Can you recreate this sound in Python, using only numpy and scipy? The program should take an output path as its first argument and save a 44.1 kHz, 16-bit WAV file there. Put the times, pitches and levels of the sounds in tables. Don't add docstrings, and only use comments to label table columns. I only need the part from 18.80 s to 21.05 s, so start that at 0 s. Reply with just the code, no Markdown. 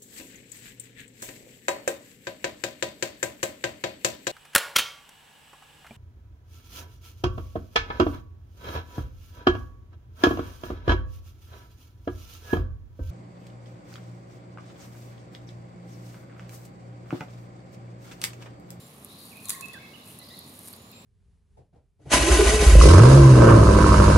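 import sys
import numpy as np
from scipy import signal
from scipy.fft import rfft, irfft
from scipy.io import wavfile

SR = 44100
rng = np.random.default_rng(int(sys.argv[2]) if len(sys.argv) > 2 else 0)


def generate_wav(signal):
    frames = np.transpose(np.atleast_2d(signal))
    scaled = np.clip(frames, -1, 1) * 32767
    pcm = np.round(scaled).astype(np.int16)
    wavfile.write(sys.argv[1], SR, pcm)


N = 99225
T = np.arange(N) / SR


def from_db(db):
    return 10 ** (np.asarray(db) / 20)


def rms_one(x):
    return x / np.sqrt(np.mean(x ** 2) + 1e-20)


def pan(db):
    return rms_one(from_db([[db / 2], [-db / 2]]))


def drift(per_s):
    return rms_one(np.interp(T * per_s, np.arange(N), rng.standard_normal(N)))


def colour(x, points):
    size = 2 ** 17
    hz, db = np.transpose(points)
    bin_hz = np.arange(size // 2 + 1) * SR / size
    gain = rms_one(from_db(np.interp(np.log(bin_hz + 1), np.log(hz), db)))
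    cepstrum = irfft(np.log(gain))
    cepstrum[1:size // 2] *= 2
    cepstrum[size // 2 + 1:] = 0
    return irfft(rfft(x, size) * np.exp(rfft(cepstrum)))[..., :N]


def stereo_noise(likeness):
    mid, side = rng.standard_normal((2, N))
    return np.sqrt((1 + likeness) / 2) * mid + np.sqrt((1 - likeness) / 2) * side * [[1], [-1]]


# f/Hz, relative level/dB
RUMBLE_TONE = [(20, -48), (45, -27.5), (70, -9), (100, -2.5), (140, -1.5), (170, -4), (200, 0.5), (245, -3),
               (320, -9), (550, -11.5), (850, -16.5), (1500, -42.5), (4000, -34.5)]
# f/Hz, relative level/dB
AIR_TONE = [(100, -9.5), (500, 1.5), (850, 0.5), (1100, 8), (1500, -3), (2000, -1.5), (3100, -1.5),
            (4000, -11), (5200, -15), (7000, -6), (10000, -50), (16000, -24.5)]
def background():
    rumble = from_db(-51.5) * colour(stereo_noise(1), RUMBLE_TONE)
    air = from_db(-56.5) * pan(-2.5) * colour(stereo_noise(-0.18), AIR_TONE)
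    return rumble + air


# t/s, level/dB
CHATTER_LOUDNESS = [(0, -58), (.2, -67), (.32, -56.5), (.48, -61), (.6, -61), (1.05, -58), (1.3, -59.5),
                    (1.45, -57.5), (1.6, -55.5), (1.76, -61), (1.97, -58), (2.25, -69)]
# f/Hz, relative level/dB
CHATTER_TONE = [(2400, -36.5), (3400, -2), (4000, 2.5), (4600, -3.5), (5400, -5.5), (6800, -25)]
def chatter():
    loudness = from_db(np.interp(T, *np.transpose(CHATTER_LOUDNESS)))
    return loudness * colour(stereo_noise(0), CHATTER_TONE)


def tree_echo(x, fade_s=0.85, build_s=0.009):
    tail = stereo_noise(0) * from_db(-60 * T / fade_s) * (1 - np.exp(-T / build_s))
    return signal.fftconvolve(x, rms_one(tail) / np.sqrt(N), axes=-1)[:, :N]


def whistle(start, length, pitches, waver, fade_s=0.01):
    progress = np.clip((T - start) / length, 0, 1)
    bend = np.polyfit([0, .5, 1], pitches, 2)
    hz = np.polyval(bend, progress) * (1 + waver)
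    fade = np.clip(np.minimum(progress, 1 - progress) * length / fade_s, 0, 1)
    return np.sqrt(2) * np.sin(np.pi / 2 * fade) * np.sin(2 * np.pi * np.cumsum(hz) / SR)


# t/s, length/s, first f/Hz, middle f/Hz, last f/Hz, level/dB,
# left over right/dB, echo compared with the note/dB, waver/share of the pitch
WHISTLES = [(0.0, 0.089, 7330, 7330, 7500, -63, 2, -19, 0.0087),
            (0.287, 0.071, 3600, 3974, 4070, -58.5, 4, 2, .03),
            (.375, 0.05, 4700, 4320, 3620, -58, 11, 7, 0.023),
            (0.511, 0.033, 2956, 2450, 2480, -53.5, -20, 1, 0.028),
            (0.554, 0.049, 2600, 2458, 2650, -51.5, -8, 1.5, 0.03),
            (0.639, 0.053, 4340, 3977, 3340, -54, 10, 7, 0.011),
            (0.708, 0.049, 1700, 1856, 2230, -51.5, -12, 2, 0.035),
            (0.82, 0.047, 2590, 2608, 2580, -40, -16, -8, 0.0047),
            (0.874, 0.033, 2620, 2595, 2640, -47.5, 2, 2.5, 0.0029),
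            (0.919, 0.031, 3456, 3433, 3460, -55, 18, 2.5, 0.015),
            (.935, 0.0535, 2050, 1610, 1680, -48, -13.5, -5, .02),
            (0.981, 0.044, 2000, 2200, 2120, -56, -8, 7, 0.025),
            (1.015, 0.05, 2620, 2600, 2624, -56.5, 2, -8, 0.012),
            (1.131, 0.036, 2475, 2990, 2450, -51.5, -12, 0, 0.0083),
            (1.181, 0.061, 3510, 3740, 4400, -64.5, 13, 4, .02),
            (1.263, .06, 2500, 2750, 2900, -60, 11, 0, .04),
            (1.41, 0.027, 1970, 2000, 2010, -57.5, -11, -3, 0.014),
            (1.389, 0.025, 3986, 4210, 4300, -56, 0, 6, 0.041),
            (1.411, 0.026, 3550, 4000, 4050, -53, -1, -1, 0.025),
            (1.433, 0.017, 4500, 4610, 4850, -52, 0, 3, 0.064),
            (1.482, 0.0165, 4170, 4540, 5070, -53, 3, 1, 0.018),
            (1.498, 0.034, 3244, 3870, 3880, -54, 1, 2.5, 0.0157),
            (1.503, 0.049, 1950, 1948, 2230, -59, -3, -1, 0.0131),
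            (1.533, 0.0205, 3900, 4185, 4580, -47, -3, -3.5, 0.036),
            (1.555, 0.039, 4200, 4154, 3840, -55, -5, 4.5, 0.0507),
            (1.5, 0.25, 6800, 6980, 7080, -74.5, 11, 3, 0.008),
            (1.952, 0.24, 6900, 7130, 7480, -65.5, -2, -8, 0.006),
            (2.131, 0.1, 7380, 7570, 7650, -62.5, 1, -7, 0.0083),
            (2.084, 0.056, 4340, 3990, 3460, -62.5, 13, 8.5, 0.019),
            (2.116, 0.032, 5500, 4010, 2240, -59, -8, 5, 0.072),
            (2.12, 0.0347, 2816, 2504, 2480, -58, -10, 1.5, 0.021)]
# t/s, level/dB
LOW_HOOTS = [(0.658, -52), (0.687, -50.5), (0.724, -53.5), (.758, -47.5), (0.79, -50.5), (.826, -51)]
def far_birds():
    hoot_s, hoot_hz, hoot_pan_db, hoot_echo_db = 0.0272, 1081, 13, -4
    falling = hoot_hz * np.array([1.056, 1, 0.944])
    hoots = [(start, hoot_s, *falling, db, hoot_pan_db, hoot_echo_db, 0) for start, db in LOW_HOOTS]
    wobble, blur = drift(450), 0.0078 * drift(300)
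    flutter = from_db(2 * drift(160))
    direct, to_trees = np.zeros((2, 2, N))
    for start, length, *pitches, db, pan_db, echo_db, waver in WHISTLES + hoots:
        note = whistle(start, length, pitches, waver * wobble)
        blurred = whistle(start, length, pitches, waver * wobble + blur)
        direct += from_db(db) * flutter * note * pan(pan_db)
        to_trees += from_db(db + echo_db) * blurred * pan(pan_db / 2)
    return direct + tree_echo(to_trees)


# t/s, level/dB
RUSTLE_LOUDNESS = [(0, -57), (.2, -59), (.42, -55.5), (.47, -50.5), (.56, -55.5), (.64, -53), (.72, -50),
                   (.79, -61), (.93, -66.5), (1.22, -63), (1.28, -48.5), (1.36, -56), (1.46, -58),
                   (1.62, -59.5), (1.68, -53.5), (1.82, -52.5), (1.875, -45.5), (1.97, -58.5),
                   (2.25, -67.5)]
# f/Hz, relative level/dB
RUSTLE_TONE = [(1000, -14), (4000, -13.5), (6000, -11), (8000, -7.5), (9500, 1.5), (10500, 1),
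               (13000, -3.5), (16000, -15)]
def rustle(crackles_per_s=5000, clumps_per_s=160):
    hits = rng.random(N) < crackles_per_s / SR
    size_db = -3 * np.minimum(rng.exponential(1, N), 4)
    clump_db = 1.6 * drift(clumps_per_s)
    crackles = hits * from_db(size_db + clump_db) * stereo_noise(1)
    loudness = from_db(np.interp(T, *np.transpose(RUSTLE_LOUDNESS)))
    return loudness * rms_one(colour(crackles, RUSTLE_TONE))


# t/s, level/dB, fade time/s, ring f/Hz
STALK_CRACKS = [(.247, -26.5, 0.00089, 10250), (0.57, -42, .0015, 11900), (1.3876, -38, 0.0038, 10360),
                (1.59, -35.5, 0.002, 11600), (1.7911, -35.5, 0.0014, 10300), (1.833, -42, 0.0014, 10300),
                (1.9296, -35.5, 0.0012, 11100), (1.962, -45, 0.0038, 11000), (2.1152, -39, 0.0014, 12900)]
def stalk_cracks(width_hz=2530):
    cracks = np.zeros(N)
    for start, db, fade_s, hz in STALK_CRACKS:
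        burst = (T >= start) * np.exp(-np.abs(T - start) / fade_s) * rng.choice([-1, 1], N)
        stalk = signal.butter(2, [hz - width_hz / 2, hz + width_hz / 2], "band", fs=SR, output="sos")
        boost = np.sqrt(SR / 2 / width_hz)
        cracks += from_db(db) * boost * signal.sosfilt(stalk, burst + 1e-18)
    return cracks


# t/s, level/dB, fade time/s, dull body compared with crisp ring/dB
LEAF_SNAPS = [(0.6545, -35, 0.0036, -14), (0.6835, -36, 0.0015, -10), (0.6855, -30, 0.002, -9),
              (0.6936, -18, 0.002, -17), (0.6965, -22, 0.0024, -17), (.7031, -21.5, .0028, -5),
              (.714, -45, .018, 2), (.731, -36, 0.0025, -6), (.809, -32.5, 0.0026, -12),
              (0.8569, -38, 0.0025, -11), (.884, -42, .003, -9), (0.932, -45, 0.0089, -1),
              (1.873, -42, 0.006, -8), (1.934, -56, 0.01, 11)]
# f/Hz, relative level/dB
RING_TONE = [(2000, -17.5), (5500, -12.5), (7200, 0), (7850, -7.5), (8400, 3), (9200, -4.5), (10300, 5.5),
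             (11200, -2.5), (12400, -2.5), (16000, -14)]
# f/Hz, relative level/dB
SIDE_TONE = [(4500, -13), (7300, 6), (10000, 0), (13000, -12)]
# f/Hz, relative level/dB
BODY_TONE = [(500, -12), (1100, 7.5), (2500, -0.5), (4700, 12.5), (6000, -24), (12000, -53)]
def leaf_snaps(rise_s=0.00018, settle_db=-18.5, settle_s=0.3):
    ring_power, body_power = np.zeros((2, N))
    fibres = rms_one(from_db(3 * np.clip(drift(2500), -2, 2)))
    for start, db, fade_s, body_db in LEAF_SNAPS:
        since = np.abs(T - start)
        burst = fibres * (1 - np.exp(-since / rise_s)) * np.exp(-since / fade_s)
        settling = from_db(settle_db - 60 * since / settle_s)
        power = from_db(db) ** 2 * (T >= start) * (burst ** 2 + settling ** 2)
        ring_power += power
        body_power += power * from_db(body_db) ** 2
    ahead, sideways = np.sqrt(ring_power) * rng.choice([-1, 1], (2, N))
    ring = colour(ahead, RING_TONE)
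    sides = from_db(-7.5) * colour(sideways, SIDE_TONE) * [[1], [-1]]
    body = pan(-6) * colour(np.sqrt(body_power) * stereo_noise(-0.55), BODY_TONE)
    return ring + sides + body


# f/Hz, left over right/dB
MIC_BALANCE = [(11000, 0), (13000, -5)]
def brighter_right_mic(x):
    db = np.interp(np.arange(N // 2 + 1) * SR / N, *np.transpose(MIC_BALANCE))
    return irfft(rfft(x) * from_db([db / 2, -db / 2]), N)


def scene():
    litter = brighter_right_mic(leaf_snaps() + stalk_cracks() + rustle())
    return litter + far_birds() + chatter() + background()


def record(dry):
    cutoff_hz = 15700
    return signal.sosfilt(signal.ellip(10, .2, 70, cutoff_hz, fs=SR, output="sos"), dry)


dry = scene()
out = record(dry)
generate_wav(out)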